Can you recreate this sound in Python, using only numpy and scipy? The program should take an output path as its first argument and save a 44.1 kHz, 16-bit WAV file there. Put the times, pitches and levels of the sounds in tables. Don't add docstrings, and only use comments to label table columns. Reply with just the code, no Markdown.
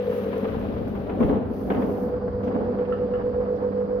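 import sys
import numpy as np
from scipy import signal
from scipy.fft import rfft, irfft
from scipy.io import wavfile
from scipy.ndimage import map_coordinates

SR = 44100
rng = np.random.default_rng(int(sys.argv[2]) if len(sys.argv) > 2 else 0)


def dump_mix(stems):
    frames = np.atleast_2d(stems).T
    limited = np.clip(frames, -1, 1)
    pcm = np.round(limited * 32767).astype(np.int16)
    wavfile.write(sys.argv[1], SR, pcm)


N = 176400
TIME = np.arange(N) / SR
ROOM_T60_S, ROOM_DB = .7, -11


def undb(db):
    return 10 ** (np.asarray(db) / 20)


def curve(rows, column=1):
    rows = np.array(rows)
    return np.interp(TIME, rows[:, 0], rows[:, column])


def colour(x, spectrum):
    hz, db = np.array(spectrum).T
    f = np.maximum(np.fft.rfftfreq(N, 1 / SR), 1)
    gain = undb(np.interp(np.log(f), np.log(hz), db))
    skirts = np.minimum(f / hz[0], 1) ** 2 * np.minimum(hz[-1] / f, 1) ** 2
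    return irfft(rfft(x) * gain * skirts, N)


def wander(rate_hz):
    knots = rng.standard_normal(1024)
    return np.interp(TIME * rate_hz, np.arange(len(knots)), knots)


# frequency in Hz, side against mid in dB.
ROOM_WIDTH = [(30, 3.5), (70, -12.5), (130, -6), (260, -11.5), (500, -4), (1000, -1), (16000, 0.5)]
def room_noise(spectrum, grain_db=0, grain_hz=100):
    mid, side = rng.standard_normal((2, N)) * undb(grain_db * wander(grain_hz))
    mid = colour(mid, spectrum)
    side = colour(colour(side, spectrum), ROOM_WIDTH)
    return np.array([mid + side, mid - side]) / np.std(mid)


def blows(rows, rise_s, t60_s, column=1):
    since_peak = np.maximum(TIME - rise_s, 0)
    direct = undb(-60 * since_peak / t60_s)
    tail = undb(ROOM_DB - 60 * since_peak / ROOM_T60_S)
    blow_power = np.minimum(TIME / rise_s, 1) ** 2 * (direct ** 2 + tail ** 2)
    power = np.zeros(N)
    for row in rows:
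        start = int(row[0] * SR)
        power[start:] += undb(row[column]) ** 2 * blow_power[:N - start]
    return np.sqrt(power)


def tone(turns, db):
    return np.sqrt(2) * undb(db) * np.sin(2 * np.pi * turns)


# time in seconds, slip in Hz.
ROTOR_SLIP = [(0, 1.107), (.5, 1.054), (1.3, 1.032), (2, .931), (2.9, .896), (3.5, .769), (4, .645)]
# mains multiple, level in dB.
HUM_LINES = [(2, -44.5), (4, -37.5), (6, -48.5), (8, -45.5)]
# mains multiple, slip multiple, relative level in dB.
WHINE_LINES = [(10, 0, 0.6), (10, -10, 4), (9, 1, -8), (9, -9, -4.5), (11, -1, -8)]
# time in seconds, level in dB, flutter boost in dB.
WHINE_LEVEL = [(0, -33.5, 2.5), (.1, -32.5, 5), (.25, -38, 5.5), (.47, -41.5, 12), (.8, -53, 8),
               (1.5, -52.5, -4), (2.1, -34, -11), (2.6, -36, 2.5), (2.85, -32, -5.5), (3.45, -32, -1),
               (4, -32.5, -0.5)]
def motor():
    mains_hz, whine_multiple, jitter_turns = 50, 10, .025
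    mains_turns = mains_hz * TIME
    slip_turns = np.cumsum(curve(ROTOR_SLIP)) / SR
    whine_db = curve(WHINE_LEVEL) + .7 * wander(6.2)
    flutter_db = curve(WHINE_LEVEL, column=2)
    hum = sum(tone(multiple * mains_turns, db + 2.2 * wander(10)) for multiple, db in HUM_LINES)
    whine = 0
    for multiple, slip_multiple, db in WHINE_LINES:
        sideband_db = (flutter_db + 1.4 * wander(10)) * (multiple != whine_multiple)
        jitter = jitter_turns * undb(flutter_db) * wander(mains_hz)
        turns = multiple * mains_turns + slip_multiple * slip_turns + jitter
        whine += tone(turns, whine_db + db + sideband_db)
    return hum + whine


# time in seconds, level in dB.
DRONE_LEVEL = [(0, -46.5), (.6, -37), (2.9, -39), (4, -43)]
RUMBLE_LEVEL = [(0, -38), (.55, -31.5), (1.12, -30.5), (1.3, -24), (1.45, -31.5), (1.62, -31), (1.8, -24),
                (2.05, -31), (2.38, -37), (2.52, -28.5), (2.8, -32.5), (4, -39.5)]
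SCRAPE_LEVEL = [(0, -43.5), (.5, -39), (1.0, -45), (1.35, -40.5), (1.55, -42.5), (1.85, -39.5),
                (2.35, -42.5), (2.6, -39), (4, -39.5)]
RASP_LEVEL = [(0, -50.5), (.5, -50.5), (1.05, -58), (1.3, -53), (1.5, -61.5), (1.9, -61), (2.41, -68),
              (2.45, -60), (4, -67)]
# frequency in Hz, relative level in dB.
DRONE_SPECTRUM = [(20, -16.5), (35, -13), (66, -1.5), (85, -4), (160, -8.5), (260, -33.5)]
RUMBLE_SPECTRUM = [(120, -35), (170, -7.5), (250, -2.5), (295, -7), (345, -13), (440, -8), (800, -22.5),
                   (1500, -62.5)]
SCRAPE_SPECTRUM = [(250, -29.5), (450, 6), (750, -3), (1200, -8.5), (1700, -17), (4000, -58.5)]
RASP_SPECTRUM = [(600, -19), (1200, 5.5), (3100, -4.5), (4000, -10.5), (7500, -38)]
def rolling_slats():
    drone = undb(curve(DRONE_LEVEL)) * room_noise(DRONE_SPECTRUM, grain_db=2.5, grain_hz=13)
    rumble = undb(curve(RUMBLE_LEVEL)) * room_noise(RUMBLE_SPECTRUM, grain_db=2, grain_hz=60)
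    scrape = undb(curve(SCRAPE_LEVEL)) * room_noise(SCRAPE_SPECTRUM, grain_db=3, grain_hz=78)
    rasp = undb(curve(RASP_LEVEL)) * room_noise(RASP_SPECTRUM, grain_db=2, grain_hz=260)
    return drone + rumble + scrape + rasp


# time in seconds, level in dB.
AIR_LEVEL = [(1.04, -70), (1.17, -88), (1.25, -73), (1.42, -84), (1.54, -68)]
# frequency in Hz, relative level in dB.
AIR_SPECTRUM = [(1500, 7), (3700, -5), (4700, 4.5), (5800, -10), (7200, -30.5), (12500, -16.5),
                (15500, -24.5)]
def air():
    return undb(curve(AIR_LEVEL)) * room_noise(AIR_SPECTRUM)


# time in seconds, level in dB.
HISS_LEVEL = [(0, -70), (.16, -59), (.27, -65), (.65, -70), (1.18, -73), (1.22, -66), (1.3, -68.5),
              (1.37, -79.5), (1.46, -78), (1.54, -65.5), (2.04, -64), (2.2, -88.5), (4, -90)]
# frequency in Hz, relative level in dB.
HISS_SPECTRUM = [(3500, -9), (6000, 0.5), (6900, -9.5), (7500, -20), (11000, 2), (13000, 4), (15500, -1)]
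def hiss():
    return undb(curve(HISS_LEVEL)) * room_noise(HISS_SPECTRUM, grain_db=1.5, grain_hz=97)


# start in seconds, thud level in dB, clack level in dB.
KNOCKS = [(0.123, -42, -36), (0.328, -43.5, -34), (.442, -41, -30), (0.483, -34, -37), (.951, -44, -38),
          (1.094, -28, -33), (1.203, -16, -33), (1.226, -26, -30.5), (1.293, -17.5, -36),
          (1.325, -19.5, -37), (1.353, -21, -44), (1.701, -21, -25), (1.745, -24.5, -31),
          (1.768, -21.5, -37), (1.82, -27, -34), (1.887, -25, -48), (2.432, -26, -39), (2.471, -25.5, -38),
          (2.546, -25, -39), (2.681, -25, -48), (2.785, -44, -40), (2.849, -37, -41)]
# frequency in Hz, relative level in dB, time to fall 60 dB in seconds.
SLAT_MODES = [(202, -10, .25), (246, 1, .14), (305, -9, .14), (440, 3, .12), (488, -2, .1), (673, -12, .15),
              (766, -10, .2)]
# frequency in Hz, relative level in dB.
THUD_SPECTRUM = [(50, -17), (170, -15.5), (250, 2.5), (340, -17), (440, -5), (560, -16), (770, -21.5),
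                 (1100, -26.5), (2500, -67)]
CLACK_SPECTRUM = [(250, -20), (450, 13), (1350, -0.5), (2000, -6.5), (3100, -14.5), (3900, -27.5),
                  (7500, -53.5)]
def slat_knocks():
    rise_s, ring_db, split_hz = .008, 1, 350
    thud_hits, clack_hits, ring = np.zeros((3, N))
    for start_s, thud_db, clack_db in KNOCKS:
        thud_hits[int(start_s * SR)] += undb(thud_db + ring_db)
        clack_hits[int(start_s * SR)] += undb(clack_db + ring_db)
    attack = np.minimum(TIME / rise_s, 1)
    for hz, db, t60_s in SLAT_MODES:
        mode = attack * undb(db - 60 * TIME / t60_s) * np.sin(2 * np.pi * hz * TIME)
        hits = clack_hits if hz > split_hz else thud_hits
        ring += signal.fftconvolve(hits, mode)[:N]
    thud = blows(KNOCKS, rise_s, t60_s=.14) * room_noise(THUD_SPECTRUM)
    clack_noise = room_noise(CLACK_SPECTRUM, grain_db=2, grain_hz=160)
    clack = blows(KNOCKS, rise_s=.002, t60_s=.11, column=2) * clack_noise
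    return ring + thud + clack


# start in seconds, level in dB.
TICKS = [(.378, -58), (.879, -62.5), (.952, -66)]
def ticks():
    return blows(TICKS, rise_s=.001, t60_s=.07) * room_noise(HISS_SPECTRUM)


def draught():
    start_s, db = 1.19, -25.5
    left = room_noise(DRONE_SPECTRUM)[0]
    right = room_noise(DRONE_SPECTRUM)[1] / 2
    return blows([(start_s, db)], rise_s=.061, t60_s=ROOM_T60_S) * np.array([left, right])


# start in seconds, level in dB.
BRUSHES = [(2.422, -60.5), (3.54, -66)]
# frequency in Hz, relative level in dB.
BRUSH_SPECTRUM = [(3200, 2.5), (6200, 0.5), (7700, -24), (13000, -5)]
def rail_brushes():
    return blows(BRUSHES, rise_s=.025, t60_s=.25) * room_noise(BRUSH_SPECTRUM, grain_db=7)


# start in seconds, level in dB.
CLINKS = [(2.922, -38), (3.136, -39.5)]
# frequency in Hz, relative level in dB.
RAIL_MODES = [(1290, -0.5), (1730, -10), (2850, -16)]
def rail_clinks():
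    ring = 0
    for hz, db in RAIL_MODES:
        peak = [(hz / 2, -60), (hz / 1.15, -14), (hz, 0), (hz * 1.15, -14), (hz * 2, -60)]
        ring += undb(db) * room_noise(peak)
    return blows(CLINKS, rise_s=.0021, t60_s=.16) * ring


# time in seconds, lead of the left microphone in milliseconds.
LEFT_LEAD = [(0, 0.19), (1.0, 0.26), (1.7, -0.029), (4, -0.32)]
def turn_phone(door):
    pan_db_per_ms = 9
    lead_ms, channels = curve(LEFT_LEAD), []
    for channel, side in zip(door, (.5, -.5)):
        position = np.arange(N) + side * lead_ms * SR / 1000
        shifted = map_coordinates(channel, [position], mode="mirror")
        channels.append(shifted * undb(side * pan_db_per_ms * lead_ms))
    return np.array(channels)


def scene():
    door = turn_phone(motor() + rolling_slats() + slat_knocks())
    return door + rail_clinks() + hiss() + ticks() + rail_brushes() + air() + draught()


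def record(dry):
    top_hz = 15700
    return signal.sosfilt(signal.ellip(10, .2, 80, top_hz, fs=SR, output="sos"), dry)


dry = scene()
out = record(dry)
dump_mix(out)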